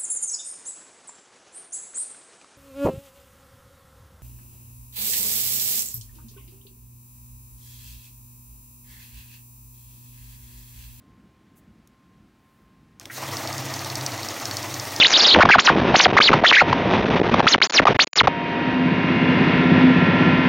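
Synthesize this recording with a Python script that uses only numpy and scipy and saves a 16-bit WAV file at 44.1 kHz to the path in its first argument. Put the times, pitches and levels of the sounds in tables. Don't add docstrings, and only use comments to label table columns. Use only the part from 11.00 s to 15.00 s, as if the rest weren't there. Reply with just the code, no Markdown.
import sys
import numpy as np
from scipy import signal
from scipy.fft import rfft, irfft
from scipy.io import wavfile
from scipy.ndimage import uniform_filter1d

SR = 44100
rng = np.random.default_rng(int(sys.argv[2]) if len(sys.argv) > 2 else 0)


def file_out(sig):
    cols = np.atleast_2d(sig).T
    lim = np.clip(cols, -1, 1)
    pcm = np.round(lim * 32767).astype(np.int16)
    wavfile.write(sys.argv[1], SR, pcm)


N = 176400


def undb(db):
    return 10 ** (np.asarray(db) / 20)


def unit(x):
    return x / np.sqrt(np.mean(x ** 2) + 1e-20)


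def clock():
    return np.arange(N) / SR


def ramp(start_s, length_s):
    return np.clip((clock() - start_s) / length_s, 0, 1)


def walk(rate):
    hold = max(int(SR / rate), 2)
    steps = np.repeat(rng.standard_normal(N // hold + 1), hold)
    smooth = uniform_filter1d(uniform_filter1d(steps, hold), hold)
    return unit(smooth[:N])


def colour(x, points):
    hz, db = np.array(points).T
    f = np.maximum(np.arange(N // 2 + 1) * SR / N, 1)
    gain = undb(np.interp(np.log(f), np.log(hz), db))
    edges = np.minimum(f / hz[0], 1) * np.minimum(hz[-1] / f, 1) ** 2
    return unit(irfft(rfft(x) * gain * edges, N))


def grains(spread_db):
    return rng.standard_normal(N) * undb(spread_db * rng.standard_normal(N))


def flicker(x, db, rate):
    spectrum = rfft(x)
    f = np.arange(len(spectrum)) * SR / N
    band = np.round(3 * np.log2(np.clip(f, 400, 8000)))
    return unit(sum(irfft(spectrum * (band == k), N) * undb(db * walk(rate)) for k in np.unique(band)))


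def burst(hz, width_hz, decay_s):
    t = np.arange(4096) / SR
    f = np.arange(1, len(t) // 2 + 2) * SR / len(t)
    resonance = 1 / (1 + 1j * (f - hz * hz / f) / width_hz) ** 2
    tone = irfft(rfft(rng.standard_normal(len(t))) * resonance)
    env = np.exp(-t / decay_s) * np.minimum(t / 0.00032, 1)
    return unit(tone * env) * np.sqrt(np.mean(env ** 2))


def add(out, s, x):
    i = int(np.clip(s * SR, 0, N))
    out[i:i + len(x)] += x[:N - i]


# start_s [s], level_db [dB, before the part levels below], pitch_hz [Hz]
NOTES = [(2.2636, -31, 5900), (2.3153, -24.5, 4510), (2.368, -15, 5130), (2.4192, -35, 6290),
         (2.4728, -17.5, 4570), (2.5267, -19, 5500), (2.579, -15.5, 5700), (2.6335, -42, 5700),
         (2.6848, -21.5, 5380), (2.7379, -16, 5400), (2.7911, -19, 5100), (2.8448, -16, 4500),
         (2.8993, -17.5, 4440), (2.9536, -12, 5300), (3.0096, -18, 4480), (3.0623, -9.5, 5630),
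         (3.1182, -19, 4330), (3.1764, -21.5, 5500), (3.23, -16, 4440), (3.2855, -14.5, 5700),
         (3.3409, -23, 5260), (3.398, -23, 4490), (3.454, -11.5, 5560), (3.5103, -14.5, 4550),
         (3.568, -12, 5600), (3.6274, -17, 5500), (3.684, -36, 6100), (3.7399, -13.5, 5930),
         (3.7964, -13, 5160), (3.8513, -21, 5560), (3.907, -24, 4870), (3.9617, -14.5, 5400)]


def note_period():
    return np.mean(np.diff(np.array(NOTES)[:, 0]))


def note_count():
    s = np.array(NOTES)[:, 0]
    t = clock()
    outside = (t - np.clip(t, s[0], s[-1])) / note_period()
    return np.interp(t, s, np.arange(len(s))) + outside


# pitch_hz [Hz], level_db [dB, relative], decay_s [s]
GUIDE_TONES = [(1980, -8, 0.0019), (3880, -6.5, .0022), (4480, -3, 0.0052), (5320, -1.5, 0.0035),
               (5870, -3, 0.0031), (6700, -5, 0.0014)]
SNAP_LAG_S, RING_DB, RING_RISE_S, RING_WIDTH_HZ = 0.000977, -25.5, 0.00035, 1600
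CRACK_DB, CRACK_DECAY_S = -10.5, 0.00048
EDGE_DB, EDGE_WIDTH_HZ, EDGE_DECAY_S = -8.5, 2940, 0.0019


def guide_ring(pitch_hz):
    t = clock()[:2048]
    ring = 0
    for mode_hz, mode_db, decay_s in GUIDE_TONES:
        detune, phase = rng.standard_normal(2)
        nearness = 1 / (1 + ((mode_hz - pitch_hz) / RING_WIDTH_HZ) ** 2)
        tone = np.sin(2 * np.pi * (mode_hz * (1 + 0.01 * detune) * t + phase))
        ring = ring + undb(mode_db) * nearness * tone * np.exp(-t / decay_s)
    return unit(ring * np.minimum(t / RING_RISE_S, 1))


def snaps():
    out = np.zeros(N)
    for start_s, level_db, pitch_hz in NOTES:
        s = start_s + SNAP_LAG_S
        add(out, s, undb(level_db + RING_DB) * guide_ring(pitch_hz))
        add(out, s, undb(level_db + CRACK_DB) * burst(12000, 26000, CRACK_DECAY_S))
        add(out, s, undb(level_db + EDGE_DB) * burst(pitch_hz, EDGE_WIDTH_HZ, EDGE_DECAY_S))
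    return out


# share [part of the average note period], level_db [dB, average],
# pitch_hz [Hz], width_hz [Hz], decay_s [s]
SLAPS = [(.39, -36, 307, 240, 0.0048), (.66, -36, 850, 1100, 0.0037)]
SLAP_SCATTER_DB, SLAP_JITTER_S = 0.5, 0.00296


def slaps():
    out = np.zeros(N)
    for start_s, _, _ in NOTES:
        for share, level_db, pitch_hz, width_hz, decay_s in SLAPS:
            late, size = rng.standard_normal(2)
            s = start_s + share * note_period() + SLAP_JITTER_S * late
            add(out, s, undb(level_db + SLAP_SCATTER_DB * size) * burst(pitch_hz, width_hz, decay_s))
    return out


# [dB per Hz, relative]
RUB_COLOUR = [(500, -31), (1400, 1), (1700, 0.5), (1910, 6), (2200, 1.5), (3100, -1.5), (4300, 0),
              (4900, -1.5), (5400, 1.5), (6800, -1), (7600, -6.5), (8600, -5), (10500, -11.5), (11500, -9),
              (15800, -8)]
# [dB per Hz, relative]
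FLUTTER_COLOUR = [(250, -40), (450, -8.5), (580, -1.5), (800, 0.5), (1020, -4), (1230, -1.5), (1500, -14),
                  (2000, -13), (4000, -20)]
ON_S = 2.0
RUB_DB, RUB_GRAIN_DB, RUB_BEND_DB, RUB_S, RUB_RISE_S = -36, 3.5, 1.5, 2.098, 0.07
FLUTTER_DB, FLUTTER_GRAIN_DB, FLUTTER_BEND_DB, FLUTTER_S, FLUTTER_RISE_S = -37, 2.5, 1.9, 2.164, 0.039
# start share, length share, lift in dB
RUB_PART, FLUTTER_PART = (0.24, 0.38, 2.7), (0.18, 0.585, 3.8)
BENDS_PER_S = 80
PAPER_IDLE_DB = -18.5


def lift(turns, start, length, db):
    share = turns % 1
    inside = (share > start) & (share < start + length)
    return unit(undb(db * uniform_filter1d(1. * inside, size=200)))


def engage(start_s, rise_s):
    return np.maximum(undb(PAPER_IDLE_DB) * (clock() > ON_S), ramp(start_s, rise_s))


def paper(turns):
    rub = flicker(colour(grains(RUB_GRAIN_DB), RUB_COLOUR), RUB_BEND_DB, BENDS_PER_S)
    rub = rub * lift(turns, *RUB_PART) * engage(RUB_S, RUB_RISE_S)
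    flutter = flicker(colour(grains(FLUTTER_GRAIN_DB), FLUTTER_COLOUR), FLUTTER_BEND_DB, BENDS_PER_S)
    flutter = flutter * lift(turns, *FLUTTER_PART) * engage(FLUTTER_S, FLUTTER_RISE_S)
    return undb(RUB_DB) * rub + undb(FLUTTER_DB) * flutter


# start_s [s], level_db [dB],
# pitch_hz [Hz]
KNOCKS = [(2.178, -32, 800), (2.223, -31, 920), (2.41, -32, 1900), (3.42, -32, 800), (3.51, -32, 1890)]


def knocks():
    out = np.zeros(N)
    for start_s, level_db, pitch_hz in KNOCKS:
        add(out, start_s, undb(level_db) * burst(pitch_hz, width_hz=830, decay_s=0.0067))
    return out


# time_s [s], level_db [dB]
DRONE_LEVEL = [(2.33, -41), (2.43, -46), (2.58, -38), (2.9, -42), (3.03, -38.5), (3.36, -58), (3.48, -44.5),
               (3.82, -38.5), (3.9, -51.5)]
# pitch_hz [Hz], level_db [dB]
HUM_TONES = [(100, -45), (284, -51.5), (331, -49.5), (570, -57.5), (683, -55), (915, -55)]
# [dB per Hz, relative]
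RUMBLE_COLOUR = [(30, -38), (60, -27), (110, 8.5), (160, -5.5), (220, -2), (300, 4), (400, -4.5),
                 (1500, -15.5)]
DRONE_CYCLES = 7.02
DRONE_WOBBLE_RAD, HUM_WOBBLE_RAD, WOBBLE_DB = 1, 0.26, 2
RUMBLE_DB, IDLE_DB, DRIVE_S, DRIVE_RISE_S = -41.5, -14, 2.06, 0.21


def waver(phase, db, wobble_rad):
    level = np.sqrt(2) * undb(db + WOBBLE_DB * walk(14))
    return level * np.sin(2 * np.pi * phase + wobble_rad * walk(12))


def drive(turns):
    drone_db = np.interp(clock(), *np.array(DRONE_LEVEL).T)
    drone = waver(DRONE_CYCLES * turns, drone_db, DRONE_WOBBLE_RAD)
    hum = sum(waver(hz * clock(), db, HUM_WOBBLE_RAD) for hz, db in HUM_TONES)
    rumble = undb(RUMBLE_DB) * colour(rng.standard_normal(N), RUMBLE_COLOUR)
    run_up = np.maximum(undb(IDLE_DB) * ramp(ON_S, 0.024), ramp(DRIVE_S, DRIVE_RISE_S))
    low_cut = signal.butter(2, 45, "high", fs=SR, output="sos")
    return signal.sosfilt(low_cut, (drone + hum + rumble) * run_up)


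CHIRP_S, CHIRP_LENGTH_S, CHIRP_DECAY_S = 2.098, 0.014, 0.0064
CHIRP_HZ, CHIRP_WIDTH_HZ, CHIRP_DB = 1830, 610, -37.5


def chirp():
    edges_hz = [CHIRP_HZ - CHIRP_WIDTH_HZ / 2, CHIRP_HZ + CHIRP_WIDTH_HZ / 2]
    band = signal.butter(2, edges_hz, "band", fs=SR, output="sos")
    noise = unit(signal.sosfilt(band, rng.standard_normal(N)))
    fade = np.exp(-np.maximum(clock() - CHIRP_S - CHIRP_LENGTH_S, 0) / CHIRP_DECAY_S)
    return undb(CHIRP_DB) * noise * ramp(CHIRP_S, .002) * fade


# start_s [s], level_db [dB], pitch_hz [Hz], width_hz [Hz], decay_s [s]
CLICKS = [(0.874, -48.5, 7600, 15500, 0.0018), (1.9978, -27, 6700, 4770, 0.00092),
          (2.011, -42, 2800, 4525, 0.0047), (2.029, -46.5, 3000, 8000, 0.006),
          (2.0552, -29, 3040, 6840, 0.0025), (2.06, -45.5, 300, 298, 0.014)]
# middle_s [s], length_s [s, spread of the swell], level_db [dB]
SWISHES = [(0.58, 0.013, -60), (1.53, .13, -78), (2.144, 0.022, -42.5)]
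# [dB per Hz, relative]
SWISH_COLOUR = [(4000, -20), (6500, -2.5), (14000, 2)]


def loading():
    out = np.zeros(N)
    for start_s, level_db, pitch_hz, width_hz, decay_s in CLICKS:
        add(out, start_s, undb(level_db) * burst(pitch_hz, width_hz, decay_s))
    swell = 0
    for middle_s, length_s, level_db in SWISHES:
        swell = swell + undb(level_db) * np.exp(-((clock() - middle_s) / length_s) ** 2 / 2)
    return out + colour(rng.standard_normal(N), SWISH_COLOUR) * swell


ROOM_T60_S, ECHO_DB = 0.29, -15


def echo(machine):
    t = clock()[:SR // 2]
    tail = rng.standard_normal(len(t)) * undb(-60 * t / ROOM_T60_S) * (t > .004)
    bright = signal.sosfilt(signal.butter(2, 400, "high", fs=SR, output="sos"), machine)
    return undb(ECHO_DB) * signal.fftconvolve(bright, tail / np.linalg.norm(tail))[:N]


# [dB per Hz, relative]
ROOM_COLOUR = [(25, -40), (48, -2.5), (166, -2), (217, 0.5), (320, -6.5), (480, -18), (1800, -22),
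               (4300, -32), (10400, -41.5), (16000, -45)]
# [dB, relative]
ROOM_LOW = [(0.0, -55.5), (0.28, -52), (0.33, -59.5), (0.7, -52), (0.96, -60.5), (1.22, -54), (1.3, -59.5),
            (1.52, -62.5), (1.62, -56)]
ROOM_DB, WHINE_HZ, WHINE_DB, WHINE_WAVER_DB = -56.5, 1055, -71.5, 3


def room():
    air = colour(rng.standard_normal(N), ROOM_COLOUR)
    low = signal.sosfiltfilt(signal.butter(2, 450, fs=SR, output="sos"), air)
    hiss = air - low
    swell = unit(undb(np.interp(clock(), *np.array(ROOM_LOW).T)))
    whine_level = undb(WHINE_DB + WHINE_WAVER_DB * walk(10.5))
    whine = np.sqrt(2) * np.sin(2 * np.pi * WHINE_HZ * clock()) * whine_level
    return undb(ROOM_DB) * (hiss + low * swell) + whine


def scene():
    turns = note_count()
    machine = snaps() + slaps() + paper(turns) + knocks() + drive(turns) + chirp() + loading()
    return np.tile(machine + echo(machine) + room(), (2, 1))


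def record(dry):
    top_cut = signal.ellip(10, .2, 80, 15850, fs=SR, output="sos")
    return signal.sosfilt(top_cut, dry)


dry = scene()
out = record(dry)
file_out(out)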